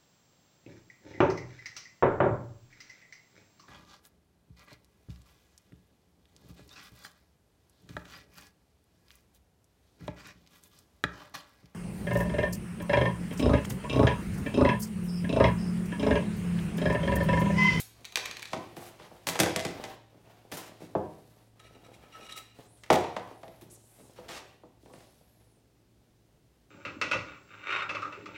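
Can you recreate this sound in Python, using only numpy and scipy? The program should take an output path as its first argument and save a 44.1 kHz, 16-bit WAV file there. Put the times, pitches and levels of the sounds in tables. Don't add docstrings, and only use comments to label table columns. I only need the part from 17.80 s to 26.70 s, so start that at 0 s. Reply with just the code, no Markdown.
import sys
import numpy as np
from scipy import signal
from scipy.fft import rfft, irfft, next_fast_len
from scipy.io import wavfile
from scipy.ndimage import uniform_filter1d

SR = 44100
rng = np.random.default_rng(int(sys.argv[2]) if len(sys.argv) > 2 else 0)


def generate_wav(sig):
    pcm = np.round(np.clip(np.atleast_2d(sig).T, -1, 1) * 32767).astype(np.int16)
    wavfile.write(sys.argv[1], SR, pcm)


N = 392484
TIME = np.arange(N) / SR
BLOW_TIME = TIME[:SR // 2]


def from_db(db):
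    return 10 ** (np.asarray(db) / 20)


def rms_one(x):
    return x / np.sqrt(np.mean(x ** 2) + 1e-20)


def at_hz(points, hz):
    f, value = np.transpose(points)
    return np.interp(np.log(np.maximum(hz, 1)), np.log(f), value)


def cut(x, hz, kind, order=2):
    sos = signal.butter(order, np.clip(hz, 20, .45 * SR), kind, fs=SR, output="sos")
    return signal.sosfilt(sos, x)


def add(out, s, sound):
    start = max(round(s * SR), 0)
    out[start:start + len(sound)] += sound[:N - start]


def colour(x, spectrum):
    size = next_fast_len(len(x))
    gain = from_db(at_hz(spectrum, np.arange(size // 2 + 1) * SR / size))
    return rms_one(irfft(rfft(x, size) * gain, size)[:len(x)])


def wobble(per_s):
    moments = np.arange(0, 10, 1 / 4000)
    slow = cut(rng.standard_normal(len(moments)), per_s * SR / 8000, "low")
    return np.interp(TIME, moments, rms_one(slow))


def friction(grain_db, per_s):
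    return rms_one(rng.standard_normal(N) * from_db(grain_db * wobble(per_s)))


def stroke(length, rise, fall):
    build = 1 - np.exp(-BLOW_TIME / rise)
    return build * np.exp(-np.maximum(BLOW_TIME - length, 0) / fall)


def arch(s, length):
    return np.sin(np.pi * np.clip((TIME - s) / length, 0, 1)).clip(0)


def ticks(per_s, spread_db):
    sizes = from_db(spread_db * np.minimum(rng.exponential(1, N), 3)) * rng.choice([-1, 1], N)
    return sizes * (rng.random(N) < per_s / SR)


def burst(t60, size=SR // 2):
    x = rng.standard_normal(size)
    decay = from_db(np.maximum(-60 * TIME[:size] / t60, -200))
    for _ in range(3):
        even = irfft(np.exp(1j * np.angle(rfft(x * decay))), size)
        envelope = np.abs(uniform_filter1d(even ** 2, int(t60 * SR / 10) + 8))
        x = even / np.sqrt(envelope + 1e-16)
    return x * decay


def ring(modes, spread_db, detune):
    hz, db, t60 = np.transpose(modes)[:, :, None]
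    hz = hz * (1 + detune * rng.standard_normal(hz.shape))
    strength = from_db(db + spread_db * rng.standard_normal(hz.shape)) * rng.choice([-1, 1], hz.shape)
    decay = np.exp(-np.log(1000) * BLOW_TIME / t60)
    return np.sum(strength * np.sin(2 * np.pi * hz * BLOW_TIME) * decay, axis=0)


def blow(x):
    return x / np.sqrt(np.sum(x ** 2) / (.012 * SR) + 1e-20)


def resonance(x, hz, width):
    r = np.exp(-np.pi * width / SR)
    poles = [1, -2 * r * np.cos(2 * np.pi * hz / SR), r * r]
    return (1 - r * r) / 2 * signal.lfilter([1, 0, -1], poles, x + 1e-18)


# (time [s], level [dB])
HUM_DB = [(0, -65), (6.3, -64.5), (7.5, -70), (8.9, -78)]
# (frequency [Hz], density [dB per Hz])
AIR_COLOUR = [(22, -34), (30, -11), (44, -9), (64, 4), (82, -15), (120, -4), (157, -7), (320, -9.5),
              (463, -14.5), (1160, -27.5), (5140, -31.5), (16000, -39)]
HUM_HZ, AIR_DB = 111.8, -66


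def background(waver_db=2.0):
    hum_db = np.interp(TIME, *np.transpose(HUM_DB)) + waver_db * wobble(per_s=3.7)
    hum = from_db(hum_db) * np.sqrt(2) * np.sin(2 * np.pi * HUM_HZ * TIME)
    air = colour(cut(rng.standard_normal(N), 28, "high"), AIR_COLOUR)
    return hum + from_db(AIR_DB) * air


# (frequency [Hz], reverberation time T60 [s])
ROOM_T60 = [(80, 0.51), (250, 0.54), (600, 0.48), (1500, 0.54), (3800, 0.65), (7000, 0.43), (14000, 0.3)]
# (frequency [Hz], reverberant over direct level [dB])
ROOM_DB = [(80, -1), (250, -3.5), (600, -1.5), (1500, -2.5), (3800, -5.5), (7000, -5.5), (14000, -8.5)]


def reflections(gap=0.0013, build=0.0058):
    tail, edges = 0, 45 * 2 ** (np.arange(18) / 2)
    for low, high in zip(edges, edges[1:]):
        centre = np.sqrt(low * high)
        band = cut(burst(at_hz(ROOM_T60, centre), size=SR), [low, high], "band", order=4)
        share = np.sqrt((high - low) / (SR / 2) / np.sum(band ** 2))
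        tail += from_db(at_hz(ROOM_DB, centre)) * band * share
    return tail * np.clip((TIME[:SR] - gap) / build, 0, 1)


def room(x, changes_per_s=2.6, count=3):
    out = np.zeros(N)
    for k in range(count):
        share = np.sqrt(2 / count) * np.cos(np.pi * (changes_per_s * TIME + k / count))
        out += signal.fftconvolve(x * share, reflections())[:N]
    return out


# (time [s], length [s], dull rubbing level [dB], cloth hiss level [dB])
MOVES = [(0.126, 1, -58, -67.5), (0.952, 1, -60.5, -69.5), (1.816, 0.35, -48.5, -79),
         (2.29, 0.94, -59.5, -77), (2.794, 0.91, -64.5, -72), (3.746, 0.87, -60.5, -76),
         (4.744, 0.13, -56, -67), (4.866, 1, -64, -71), (5.808, 0.26, -66, -74), (6.067, 0.5, -62, -70),
         (6.334, 0.43, -61, -75), (6.989, 0.43, -68.5, -70), (7.198, 0.54, -72, -77)]
# (frequency [Hz], density [dB per Hz])
RUB_COLOUR = [(60, -11.5), (150, -4.5), (300, -4.5), (650, -1.5), (1300, -10), (3000, -13), (8000, -26.5)]
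# (frequency [Hz], density [dB per Hz])
CLOTH_COLOUR = [(500, -16), (2000, -5), (4000, 5), (7000, 0.5), (9500, 2), (12000, -2), (16000, -5)]
MOVE_SWELL = 0.4
REST_RUB_DB, REST_CLOTH_DB = -78, -85.5
CRACKLES_PER_S, CRACKLE_DB = 69, -4
SCUFFS_PER_S, SCUFF_DB, SCUFF_TOP_HZ = 14, -0.5, 554


def handling(snag_t60=0.017, scuff_t60=0.043):
    rub_level, cloth_level = from_db(REST_RUB_DB), from_db(REST_CLOTH_DB)
    for s, length, rub_db, cloth_db in MOVES:
        swell = arch(s, length) ** MOVE_SWELL
        rub_level = np.hypot(rub_level, from_db(rub_db) * swell)
        cloth_level = np.hypot(cloth_level, from_db(cloth_db) * swell)
    snags = signal.fftconvolve(ticks(CRACKLES_PER_S, spread_db=2.0), burst(snag_t60))[:N]
    snags = from_db(CRACKLE_DB) * rms_one(snags)
    scuffs = signal.fftconvolve(ticks(SCUFFS_PER_S, spread_db=1.5), burst(scuff_t60))[:N]
    scuffs = from_db(SCUFF_DB) * colour(cut(scuffs, SCUFF_TOP_HZ, "low"), RUB_COLOUR)
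    rub = rms_one(colour(friction(grain_db=3.0, per_s=23), RUB_COLOUR) + scuffs)
    cloth = colour(friction(grain_db=1.0, per_s=120) + snags, CLOTH_COLOUR)
    return rub_level * rub + cloth_level * cloth


# (time [s], length [s], level at full speed [dB], hiss centre at full speed [Hz], half width [Hz])
SKIMS = [(3.211, 0.52, -74.5, 12100, 1530), (4.841, 0.2, -64.5, 9690, 900), (5.516, 0.38, -71, 11960, 1210),
         (5.899, 0.068, -52, 9860, 1970), (5.959, 0.37, -62, 10000, 2180), (7.125, 0.035, -62, 9800, 1280),
         (7.142, 0.68, -74, 11700, 601)]
SKIM_SLOW_SHARE = 0.69


def skims():
    out, skin = np.zeros(N), friction(grain_db=0.5, per_s=80)
    for s, length, db, top_hz, half_width_hz in SKIMS:
        speed = arch(s, length)
        centre_hz = top_hz * (SKIM_SLOW_SHARE + (1 - SKIM_SLOW_SHARE) * speed)
        ridges = np.sin(2 * np.pi * np.cumsum(centre_hz) / SR)
        hiss = rms_one(cut(skin, half_width_hz, "low")) * ridges
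        out += from_db(db) * speed ** MOVE_SWELL * hiss
    return out


# (time [s], length [s], level at full speed [dB], low-pass cutoff [Hz])
SWISHES = [(0.962, .02, -53, 12000), (1.003, 0.08, -53, 12000), (1.188, 0.068, -56, 4470),
           (1.467, 0.032, -36.5, 12540), (2.715, 0.04, -44.5, 11400), (2.769, 0.0097, -39.5, 13100),
           (2.801, 0.039, -52, 8550), (2.857, 0.024, -54, 9000), (3.001, 0.048, -59, 8900),
           (4.566, 0.0077, -48.5, 17000), (5.122, 0.013, -41.5, 19700), (5.81, 0.012, -56.5, 14080),
           (6.36, 0.04, -58, 4500), (6.482, 0.093, -44.5, 6180), (7.144, 0.1, -65, 7040)]
# (frequency [Hz], density [dB per Hz])
SWISH_COLOUR = [(150, -13.5), (400, -0.5), (800, 1), (1400, -5), (2500, -4.5), (5000, -8), (9000, -8.5),
                (16000, -3)]


def swishes():
    out, rub = np.zeros(N), colour(friction(grain_db=-2.0, per_s=860), SWISH_COLOUR)
    for s, length, db, bright_hz in SWISHES:
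        speed = stroke(length, rise=0.0015, fall=0.021)
        start = rng.integers(N - len(speed))
        piece = rms_one(cut(rub[start:start + len(speed)], bright_hz, "low"))
        add(out, s, from_db(db) * speed * piece)
    return out


# (frequency [Hz], density [dB per Hz])
SPRAY_COLOUR = [(1000, -7.5), (2200, 0.5), (4000, 2), (8000, 4), (11500, 9), (16000, 2)]


def spray(db=-34.5, shut_s=0.0059, t60=0.086):
    jet = from_db(db - 60 * np.maximum(TIME - shut_s, 0) / t60)
    return jet * colour(rng.standard_normal(N), SPRAY_COLOUR)


ROLL_START_S, ROLL_LENGTH_S, ROLL_DB, ROLL_TICKS_PER_S = 0.53, 0.28, -60, 52


def rolling(tick_t60=0.029, low_hz=1900, high_hz=7500):
    grains = signal.fftconvolve(ticks(ROLL_TICKS_PER_S, spread_db=2.0), burst(tick_t60))[:N]
    swell = np.sqrt(arch(ROLL_START_S, ROLL_LENGTH_S))
    return from_db(ROLL_DB) * swell * rms_one(cut(grains, [low_hz, high_hz], "band"))


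# (time [s], level [dB], low-pass cutoff [Hz])
CAN_HITS = [(0.246, -50.5, 3200), (0.252, -43.5, 8600), (.256, -49, 8800), (0.323, -50.5, 6940),
            (0.3571, -26, 5480), (0.3719, -31.5, 5470), (0.4557, -40.5, 5000), (.458, -37, 8000),
            (0.512, -40, 5900), (.569, -43, 6000), (0.5946, -48, 5980), (0.6225, -47, 6900),
            (0.627, -40.5, 7050), (0.6549, -44, 4500)]
# (frequency [Hz], relative level [dB], decay time T60 [s])
CAN_MODES = [(1140, 5, 0.014), (1900, 6.5, 0.018), (2370, 6, 0.03), (2420, 8.5, 0.028), (3650, 4.5, 0.018),
             (4030, 15, 0.013), (4440, 8.5, 0.016), (5940, 6.5, .014), (6420, 12.5, .012), (7500, 1, 0.013)]
CAN_CONTACT_T60_S = 0.021


def can(ring_db=-0.5, low_hz=1100, rim_low_hz=2000, rim_high_hz=5000, rim_db=1.5):
    out = np.zeros(N)
    for s, db, bright_hz in CAN_HITS:
        force = burst(CAN_CONTACT_T60_S)
        rim = from_db(rim_db) * cut(force, [rim_low_hz, rim_high_hz], "band", order=1)
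        clack = blow(cut(force, low_hz, "high") + rim)
        wall = from_db(ring_db) * blow(ring(CAN_MODES, spread_db=2.5, detune=0.035))
        add(out, s, from_db(db) * blow(cut(clack + wall, bright_hz, "low", order=1)))
    return out


# (time [s], length [s], level at full speed [dB], low-pass cutoff [Hz])
DRAGS = [(3.793, 0.0073, -46, 2800), (3.831, 0.044, -57.5, 1900), (3.915, 0.049, -63, 1400),
         (4.034, 0.032, -58, 3200), (4.13, 0.019, -50.5, 5500), (4.215, 0.054, -62.5, 1400),
         (4.314, 0.056, -53.5, 2320), (4.401, 0.072, -51.5, 3800), (4.484, 0.043, -46.5, 3860),
         (4.555, 0.031, -41.5, 9200)]
# (frequency [Hz], bandwidth [Hz], level before random shifts [dB])
DRAG_RESONANCES = [(1297, 22, 3.5), (1795, 200, -10), (2300, 57, -4), (2460, 55, -3), (2870, 50, -1.5),
                   (3280, 40, -5), (3890, 110, -2.5), (5690, 66, -2), (7680, 140, -11.5), (9490, 144, -6),
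                   (10700, 77, -9)]


def drags(hiss_db=-4.0, shift_db=3.0):
    out, slips, voice = np.zeros(N), friction(grain_db=2.5, per_s=210), 0
    for k, (hz, width, db) in enumerate(DRAG_RESONANCES):
        level = (-1) ** k * from_db(db + shift_db * wobble(per_s=35))
        voice = voice + level * resonance(slips, hz, width)
    hiss = rms_one(cut(slips, [1900, 15000], "band", order=1))
    voice = rms_one(voice) + from_db(hiss_db) * hiss
    for s, length, db, bright_hz in DRAGS:
        pull = stroke(length, rise=0.012, fall=0.0075)
        piece = voice[round(s * SR):][:len(pull)]
        add(out, s, from_db(db) * pull * rms_one(cut(piece, bright_hz, "low", order=1)))
    return out


# (frequency [Hz], relative level [dB], decay time T60 [s])
TABLE_MODES = [(93.3, -4, 0.23), (149.5, -5, 0.25), (168.9, -1.5, 0.15), (214, -8, 0.1), (280.1, -5, 0.12),
               (314, -2.5, 0.12), (353.8, 0.5, 0.21)]
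# (frequency [Hz], relative level [dB], decay time T60 [s])
BOARD_MODES = [(410, -3.5, 0.13), (488.1, 5.5, 0.11), (599, -2, 0.22), (655, 0, 0.47), (708, -3, 0.36),
               (777, -0.5, 0.22), (820, -2, 0.1), (968, 0.5, 0.2), (1120, -7, 0.17), (1308, -8.5, 0.25)]
# (frequency [Hz], relative level [dB], decay time T60 [s])
EDGE_MODES = [(1810, -1.5, 0.21), (1996, 2, 0.25), (2480, -2, 0.11), (3398, -1.5, 0.23)]
BENDING_HZ = 229


def body(x, width_hz=42, resonant_db=-12.0, plain_db=-2.5, count=5):
    modes = 0
    for hz, db, _ in TABLE_MODES + BOARD_MODES + EDGE_MODES:
        modes = modes + from_db(db) * resonance(x, hz, width_hz)
    x = from_db(plain_db) * x + from_db(resonant_db) * modes
    pole = np.exp(-2 * np.pi * BENDING_HZ / SR)
    for _ in range(count):
        x = signal.lfilter([-pole, 1], [1, -pole], x)
    return x


# (time [s], knock level before body() [dB], table thud re knock [dB],
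# contact hardness as low-pass cutoff [Hz], knock pitch [Hz], free ringing re knock [dB])
KNOCKS = [(.373, -40.5, -24, 2400, 585, -11), (.732, -29, -7.5, 4340, 750, -26),
          (0.7632, -45.5, 9, 3060, 455, 3), (0.967, -43, 1.5, 4300, 560, -9.5),
          (1.023, -48.5, -21, 2480, 750, -9), (1.199, -48.5, -3, 3230, 741, 0),
          (1.313, -49.5, -0.5, 1500, 617, -11), (1.47, -34, -2.5, 8360, 736, -6),
          (1.4877, -35, -2, 9200, 650, -3), (1.5547, -33, -22, 4900, 1050, -1),
          (1.591, -29.5, -1, 7360, 645, -10), (1.6001, -28, 4.5, 10700, 605, -5),
          (1.616, -28.5, -7, 3580, 515, 1), (1.632, -33, -7, 4500, 800, -6.5),
          (1.661, -28.5, -25, 3700, 661, -3), (1.761, -29, -5, 7440, 597, 2.5),
          (1.85, -34, 2.5, 6700, 550, -5), (2.039, -39, -10, 6200, 750, -1.5),
          (2.343, -59, 4, 1284, 480, -10), (2.721, -39, -1.5, 5230, 546, -12),
          (3.017, -49.5, 6.5, 2000, 484, -14), (3.151, -23, -4.5, 1450, 525, -15),
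          (5.036, -50.5, -16.5, 6500, 1780, -14), (5.102, -15, -10, 2900, 637, -14),
          (5.105, -24, -0.5, 5030, 590, -2.5), (5.1103, -21, -5.5, 1300, 570, -7),
          (5.131, -31, -7, 6950, 585, -9), (5.241, -30.5, -25, 2980, 610, -21),
          (5.365, -30.5, -10, 3620, 676, -13.5), (5.512, -47, -5, 2290, 690, -9),
          (5.632, -44, -10, 3450, 680, -5), (5.68, -49.5, -2, 4130, 444, -10),
          (5.817, -56.5, 9, 1500, 250, -9), (6.202, -60, 7.5, 2770, 500, -8.5),
          (6.386, -44.5, -8, 1400, 570, -1), (6.4893, -45, -5.5, 6300, 576, 9),
          (6.8346, -51, -0.5, 998, 714, -14.5), (7.031, -63.5, 7.5, 904, 401, -8),
          (7.059, -54, 1.5, 3600, 565, -8.5), (7.099, -54.5, -1.5, 1810, 650, 1),
          (7.136, -50.5, -0.5, 4170, 516, -16.5), (7.205, -62, -14, 6000, 600, -7)]
CRACK_DB, CRACK_AT_HZ, CRACK_DB_PER_OCTAVE = -2.5, 5050, 11
REBOUNDS_PER_S, REBOUND_DB, REBOUND_T60_S = 190, -5, 0.2


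def knocks(thud_t60=0.15, knock_t60=.036, crack_t60=0.036, edge_ring_db=-12.5, thud_ring_db=-4.0,
           lowest_hz=60, knock_span=1.584, clatter_db=-6.5):
    out = np.zeros(N)
    rebounds = signal.fftconvolve(ticks(REBOUNDS_PER_S, spread_db=4.0), burst(0.011))
    rebound_decay = np.exp(-np.log(1000) * BLOW_TIME / REBOUND_T60_S)
    for s, db, weight_db, bright_hz, knock_hz, ring_db in KNOCKS:
        thud = blow(cut(burst(thud_t60), [125, 400], "band", order=3))
        table = from_db(thud_ring_db) * blow(ring(TABLE_MODES, spread_db=1, detune=0.018))
        thud = blow(cut(thud + table, lowest_hz, "high"))

        chatter = blow(rebounds[round(s * SR):][:len(BLOW_TIME)] * rebound_decay)

        knock_band = [knock_hz / knock_span, knock_hz * knock_span]
        knock = blow(burst(knock_t60)) + from_db(clatter_db) * chatter
        knock = blow(cut(knock, knock_band, "band", order=2))
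        panel = cut(ring(BOARD_MODES, spread_db=3.5, detune=.008), lowest_hz, "high")
        panel = from_db(ring_db) * blow(panel)
        knock = blow(cut(knock + panel, bright_hz, "low"))

        crack = cut(blow(burst(crack_t60)) + from_db(REBOUND_DB) * chatter, 900, "high")
        favoured = from_db(-4.0) * cut(crack, [1300, 2500], "band", order=1)
        crack = blow(cut(crack + favoured, bright_hz, "low"))
        edge = blow(cut(ring(EDGE_MODES, spread_db=2.5, detune=0.024), bright_hz, "low"))
        crack = blow(crack + from_db(ring_db + edge_ring_db) * edge)
        crack_db = CRACK_DB + CRACK_DB_PER_OCTAVE * np.log2(bright_hz / CRACK_AT_HZ)

        add(out, s, from_db(db) * (knock + from_db(weight_db) * thud + from_db(crack_db) * crack))
    return body(out)


def scene():
    tin = can() + rolling() + spray()
    boards = knocks() + swishes() + drags() + skims() + handling()
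    reverberant = room(from_db(1.5) * tin + boards)
    return (tin + boards + reverberant + background())[None]


CUTOFF_HZ = 16100


def record(dry):
    return signal.sosfilt(signal.ellip(10, .2, 80, CUTOFF_HZ, fs=SR, output="sos"), dry)


dry = scene()
out = record(dry)
generate_wav(out)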